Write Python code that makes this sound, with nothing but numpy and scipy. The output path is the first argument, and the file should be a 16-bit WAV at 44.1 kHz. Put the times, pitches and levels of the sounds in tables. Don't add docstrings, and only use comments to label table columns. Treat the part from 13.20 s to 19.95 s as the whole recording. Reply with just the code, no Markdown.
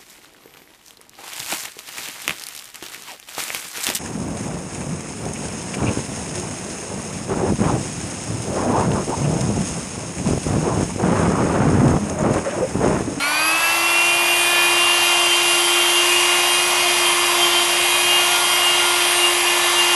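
import sys
import numpy as np
from scipy import signal
from scipy.fft import rfft, irfft
from scipy.io import wavfile
from scipy.ndimage import uniform_filter1d

SR = 44100
rng = np.random.default_rng(int(sys.argv[2]) if len(sys.argv) > 2 else 0)


def volts_from_decibels(level):
    exponent = np.asarray(level, float) / 20
    return 10 ** exponent


def to_wav(sig):
    pcm = np.clip(np.atleast_2d(sig), -1, 1) * 32767
    pcm = np.round(pcm).astype(np.int16)
    wavfile.write(sys.argv[1], SR, pcm.T)


N = 297675

# (time [s], shaft speed [Hz])
RUNNING_SPEED = [(0.0, 349.5), (1.15, 350.3), (1.5, 349.2), (2.7, 349.7), (2.95, 352.7), (3.15, 353.0),
                 (3.5, 354.5), (3.8, 351.9), (4.3, 349.8), (4.45, 350.1), (4.65, 352.3), (4.95, 353.9),
                 (5.2, 353.3), (5.4, 354.2), (5.65, 352.5), (6.0, 352.2), (6.4, 351.4), (6.75, 351.4)]
# (time [s], rms level [dB])
SHAFT_LEVEL = [(0.0, -36), (0.11, -40), (0.34, -33), (0.39, -42), (0.55, -39), (0.6, -33.5), (1.05, -32.5),
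               (1.5, -29.5), (2.0, -30.5), (2.35, -29), (2.85, -28), (3.3, -30), (4.36, -28.5), (5.3, -33),
               (5.6, -29.5), (5.92, -32), (6.03, -26.5), (6.24, -29)]
# (shaft multiple, level while spinning up [dB], level at full speed [dB])
HARMONICS = [(2, -44.0, -38.0), (3, -43.0, -37.5), (4, -33.0, -38.0), (5, -33.0, -39.0), (6, -38.0, -35.0),
             (7, -39.0, -29.0), (8, -23.0, -25.5), (9, -40.0, -28.0), (10, -38.0, -39.0),
             (11, -45.0, -38.0), (13, -46.0, -46.0), (14, -44.0, -39.0), (15, -36.0, -44.0),
             (16, -46.0, -45.0), (19, -48.0, -45.0), (20, -49.0, -44.0), (21, -53.0, -47.0),
             (22, -55.0, -47.0), (23, -52.0, -46.0), (24, -50.0, -42.0), (25, -46.0, -40.0),
             (26, -49.0, -40.5), (27, -51.0, -38.5), (28, -54.0, -43.0), (29, -45.0, -43.0),
             (30, -50.0, -40.0), (31, -43.0, -40.0), (32, -52.0, -40.0), (33, -43.0, -44.0),
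             (34, -38.0, -60.0)]
# (time [s], peak [dB], length [s])
BLADE_SWELLS = [(0.268, -21.5, 0.2), (0.455, -22, 0.58), (0.824, -19, 0.43), (1.126, -20.5, 0.18),
                (1.67, -18.5, 0.4), (2.044, -21, 0.36), (2.322, -20.5, 0.29), (2.59, -22, 0.2),
                (2.81, -21.5, 0.33), (3.005, -21, 0.57), (3.85, -25, 0.11), (4.08, -27, 0.12),
                (4.345, -25, 0.17), (4.947, -18.5, 0.18), (5.494, -17.5, 0.19), (5.62, -22, 0.1),
                (6.05, -19, 0.11), (6.286, -23, 0.13), (6.6, -19, 0.15), (6.74, -21.5, 0.34)]
# (time [s], shaft multiple, peak [dB], length [s])
NEIGHBOUR_SWELLS = [(0.45, 7, -30, 0.08), (0.905, 7, -23, 0.66), (1.2, 7, -23, 0.46), (1.442, 7, -20, 0.3),
                    (1.9, 7, -25, 0.24), (2.543, 7, -27, 0.16), (2.93, 7, -26, 0.15),
                    (3.55, 7, -27.5, 0.26), (4.072, 7, -29, 0.15), (4.67, 7, -26, 0.36),
                    (5.24, 7, -34, 0.12), (5.87, 7, -28, 0.16), (1.914, 9, -27, 0.15),
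                    (2.154, 9, -23.5, 0.18), (2.453, 9, -25, 0.35), (2.657, 9, -22, 0.25),
                    (2.798, 9, -23, 0.12), (3.33, 9, -23, 0.1), (3.7, 9, -23.5, 0.074),
                    (3.875, 9, -21, 0.17), (4.242, 9, -20, 0.1), (4.383, 9, -21, 0.19),
                    (4.88, 9, -23.5, 0.24), (5.1, 9, -28, 0.15), (5.34, 9, -24, 0.16), (5.89, 9, -29, 0.1),
                    (6.5, 9, -28, 0.22), (0.04, 9, -32, 0.071)]
# (time [s], shaft multiple, peak [dB], length
# [s])
OTHER_SWELLS = [(0.05, 5, -27, 0.31), (0.174, 15, -30, 0.15), (0.22, 36, -38, 0.14), (0.258, 35, -28, 0.12),
                (0.27, 4, -23, 0.17), (0.426, 34, -30, 0.15), (0.457, 5, -26, 0.16), (1.2, 27, -31.5, 0.29),
                (1.363, 5, -28, 0.48), (1.47, 31, -29.5, 0.18), (1.634, 3, -28.5, 0.27),
                (1.858, 33, -31, 0.13), (2.405, 31, -29, 0.14), (3.112, 6, -30, 0.24),
                (3.45, 30, -29, 0.24), (3.653, 6, -29, 0.21), (3.66, 2, -28, 0.12), (4.196, 2, -30.5, 0.17),
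                (4.21, 10, -30, 0.26), (4.38, 14, -36, 0.77), (4.7, 6, -31, 0.43), (5.137, 2, -31, 0.15),
                (5.197, 4, -28, 0.24), (5.595, 14, -34, 0.7), (5.65, 31, -34, 0.22), (5.697, 4, -29, 0.45),
                (5.898, 30, -30, 0.22), (6.016, 11, -32.5, 0.46), (6.1, 3, -29, 0.19), (6.41, 5, -31, 0.98)]
# (time [s], shaft multiple, peak [dB], length [s])
SOFT_SWELLS = [(0.49, 4, -32, 0.81), (0.704, 10, -33.5, 0.21), (1.384, 4, -32, 0.37), (1.9, 4, -31, 0.14),
               (1.75, 5, -32, 0.3), (2.347, 4, -32, 0.17), (3.14, 2, -30, 0.19), (3.14, 4, -34, 0.26),
               (0.3, 33, -37, 0.27), (0.31, 25, -35, 0.14), (6.693, 4, -31, 0.15), (3.11, 11, -33, 0.33),
               (4.12, 11, -34, 0.29), (4.73, 11, -31.5, 0.39), (6.49, 11, -29.5, 0.34),
               (2.3, 27, -32, 0.17), (2.4, 30, -35, 0.39), (2.78, 30, -37, 0.33), (3.34, 26, -29, 0.12),
               (3.892, 30, -27, 0.16), (4.18, 27, -37, 0.37), (4.39, 31, -33, 0.2), (4.56, 26, -38, 0.17),
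               (4.75, 27, -33, 0.2), (5.21, 31, -33, 0.24), (5.33, 26, -31, 0.2), (5.44, 25, -35, 0.15),
               (5.713, 27, -32, 0.15), (5.972, 25, -29.5, 0.24), (6.17, 31, -31, 0.44)]
# (time [s], shaft multiple, trough [dB], length [s])
FADES = [(2.45, 8, -41, 0.14), (3.472, 8, -38, 0.17), (3.945, 8, -43, 0.17), (4.16, 8, -39, 0.087),
         (4.466, 8, -37, 0.082), (5.19, 8, -47, 0.18), (5.7, 8, -38, 0.15), (5.853, 8, -34, 0.06),
         (6.18, 8, -33, 0.1), (6.53, 8, -42, 0.11), (2.1, 7, -35, 0.3), (2.42, 7, -38, 0.12),
         (2.72, 7, -39, 0.2), (3.3, 7, -36, 0.15), (5.5, 7, -39, 0.35), (6.1, 7, -37, 0.25),
         (6.54, 7, -40, 0.08), (1.07, 9, -39, 0.2), (2.93, 9, -39, 0.1), (4.08, 9, -32, 0.12),
         (5.752, 9, -31, 0.15), (5.97, 9, -36, 0.1), (0.36, 15, -50, 0.2), (0.6, 15, -48, 0.52),
         (0.0, 8, -39, 0.06), (0.0, 4, -42, 0.12), (0.1, 8, -31, 0.1), (0.8, 5, -42, 0.37),
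         (0.415, 8, -28, 0.036), (0.59, 8, -25, 0.08)]
# (frequency [Hz], level [dB per Hz])
RUSH_COLOUR = [(250, -21.5), (470, -15), (620, -3.5), (1120, 1), (1280, -5.5), (1700, -8), (2050, -2.5),
               (3500, -4), (3700, -9), (6300, -10), (8700, -13.5), (10600, -9.5), (12500, -13)]
# (frequency [Hz], width [Hz], gain [dB])
BARREL_MODES = [(4800, 150, 4.5), (5320, 320, -3.5), (5770, 130, 3.5), (6870, 84, -4), (10500, 130, 1)]
# (frequency [Hz], level [dB per Hz])
SHOP_COLOUR = [(20, -6), (38, -5), (66, -11), (80, 0), (140, -2), (250, -2), (320, -1.5), (500, -2.5),
               (900, -37)]

FULL_SPEED_GAP_HZ, SPIN_UP_TAU_S = 75, 0.31
SPUN_UP_S = (0.27, 1)
BLADES, TOP_MULTIPLE = 8, 40
FAINT_DB, BETWEEN_SWELLS_DB = -52, -1
HOUSING_HZ, HOUSING_WIDTH_HZ, HOUSING_DB = 12000, 1200, -43
BEARING_MULTIPLE, BEARING_DB = 4.72, -43

RUSH_DB, FLOW_DB, FLOW_POWER = 6, -25.5, 1.2
HISS_DB, HISS_POWER, HISS_OVER_FLOW_DB, HISS_FROM_HZ = -28.5, 2.5, 3.5, 3200
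LATE_HISS_HZ, LATE_HISS_WIDTH_HZ, LATE_HISS_POWER = 8000, 2000, 2.2
AIM_S, AIM_AWAY_DB = (1.3, 2.1), -2.5

SHOP_DB, HUM_HZ, HUM_DB = -44.5, 161, -56.5
TOP_HZ = (11860, 12010)


def curve(table):
    times, values = np.transpose(table)
    return np.interp(np.arange(N) / SR, times, values)


def walk(rate):
    knots = np.arange(0, N / SR + 2 / rate, 1 / rate)
    coarse = np.arange(0, N / SR, 1 / 400)
    steps = np.interp(coarse, knots, rng.standard_normal(len(knots)))
    drift = uniform_filter1d(steps, int(400 / rate))
    return np.interp(np.arange(N) / SR, coarse, (drift - drift.mean()) / drift.std())


def bands(colour, swell, resonances=()):
    hz = np.fft.rfftfreq(N, 1 / SR) + 1e-3
    points_hz, points_db = np.array(colour, float).T
    colour_db = np.interp(np.log(hz), np.log(points_hz), points_db, -90, -90)
    for mode_hz, width_hz, gain_db in resonances:
        colour_db += gain_db * np.exp(-((hz - mode_hz) / width_hz) ** 2)
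    noise = rfft(rng.standard_normal(N)) * volts_from_decibels(colour_db)
    noise = noise / np.std(irfft(noise, N))
    lowest = np.ceil(3 * np.log2(points_hz[0])) / 3
    highest = np.log2(points_hz[-1]) + 1 / 3
    out = np.zeros(N)
    for centre in 2 ** np.arange(lowest, highest, 1 / 3):
        share = np.cos(np.pi / 2 * np.clip(3 * np.log2(hz / centre), -1, 1)) ** 2
        out += swell(centre) * irfft(noise * share, N)
    return out


def spin_up():
    return FULL_SPEED_GAP_HZ * np.exp(-np.arange(N) / SR / SPIN_UP_TAU_S)


def housing_db(hz):
    return HOUSING_DB - 6 * ((hz - HOUSING_HZ) / HOUSING_WIDTH_HZ) ** 2


def moving_paths(k, hz, early_db, late_db, swells):
    t = np.arange(N) / SR
    spun = np.interp(t, SPUN_UP_S, (0, 1))
    rate = 3.54 + 0.197 * k
    spread = 0.25 if abs(k - BLADES) < 2 else 0.42
    paths = 0.92 + spread * (walk(rate) + 1j * walk(rate))
    level_db = early_db + spun * (late_db - early_db) + BETWEEN_SWELLS_DB
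    size = volts_from_decibels(np.maximum(level_db, housing_db(k * hz))) * paths
    for time, multiple, peak_db, length in swells:
        if round(multiple) != k:
            continue
        near = slice(max(int((time - 2 * length) * SR), 0), int((time + 2 * length) * SR))
        rise = np.exp(-(3.07 * (t[near] - time) / length) ** 2)
        size[near] += (volts_from_decibels(peak_db) - size[near]) * rise
    return size


def bearing(turn):
    return np.sqrt(2) * volts_from_decibels(BEARING_DB + 2.5 * walk(2.92)) * np.sin(BEARING_MULTIPLE * turn)


def motor():
    hz = uniform_filter1d(curve(RUNNING_SPEED), SR // 16, mode="nearest") - spin_up()
    turn = 2 * np.pi * np.cumsum(hz * (1 + 0.000362 * walk(25))) / SR
    levels = {round(k): (early_db, late_db) for k, early_db, late_db in HARMONICS}
    swells = [(time, BLADES, peak_db, length) for time, peak_db, length in BLADE_SWELLS]
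    swells += [*NEIGHBOUR_SWELLS, *OTHER_SWELLS, *SOFT_SWELLS, *FADES]
    out = np.zeros(N)
    for k in range(1, TOP_MULTIPLE + 1):
        if k == 1:
            size = volts_from_decibels(curve(SHAFT_LEVEL) + 0.41 * walk(5.6))
        else:
            early_db, late_db = levels.get(k, (FAINT_DB, FAINT_DB))
            size = moving_paths(k, hz, early_db, late_db, swells)
        flutter_db = (0.35 + 0.041 * k) * walk(14) + (0.45 + 0.053 * k) * walk(45)
        phase = k * turn + 2 * np.pi * rng.random()
        out += np.sqrt(2) * np.real(size * volts_from_decibels(flutter_db) * np.exp(1j * phase))
    return out + bearing(turn)


def air():
    speed_db = 20 * np.log10(1 - spin_up() / RUNNING_SPEED[0][1])
    aim_db = np.interp(np.arange(N) / SR, AIM_S, (AIM_AWAY_DB, 0))
    flow_db = FLOW_DB + FLOW_POWER * speed_db
    hiss_db = HISS_DB + HISS_POWER * speed_db + aim_db
    wave = walk(4.25)

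    def swell(hz):
        treble = np.clip(np.log2(hz / HISS_FROM_HZ) + 1, 0, 1)
        sway_db = 0.12 * treble * wave + 0.22 * walk(2.69) + 0.79 * walk(9)
        late = np.exp(-((hz - LATE_HISS_HZ) / LATE_HISS_WIDTH_HZ) ** 2)
        sway_db += LATE_HISS_POWER * late * speed_db
        return volts_from_decibels(RUSH_DB + flow_db + treble * (hiss_db + HISS_OVER_FLOW_DB - flow_db) + sway_db)

    return bands(RUSH_COLOUR, swell, BARREL_MODES)


def workshop():
    rumble = bands(SHOP_COLOUR, lambda hz: volts_from_decibels(SHOP_DB + 1.4 * walk(1.45)))
    hum = np.sqrt(2) * np.sin(2 * np.pi * np.cumsum(HUM_HZ * (1 + 0.0035 * walk(2.7))) / SR)
    return rumble + hum * volts_from_decibels(HUM_DB + 1.2 * walk(1.87))


def scene():
    mono = motor() + air() + workshop()
    sub_colour = [(10, 0), (18, 0), (32, -16), (70, -17), (110, -40)]  # (frequency [Hz], level [dB per Hz])
    drift = bands(sub_colour, lambda hz: volts_from_decibels(-63))
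    return np.array([mono + drift, mono - drift])


def low_pass(x):
    return signal.sosfilt(signal.butter(12, 13100, fs=SR, output="sos"), x)


def record(dry):
    top = volts_from_decibels(np.interp(np.fft.rfftfreq(N, 1 / SR), TOP_HZ, (0, -90)))
    mix = irfft(rfft(dry) * top, N)
    return low_pass(mix)


dry = scene()
out = record(dry)
to_wav(out)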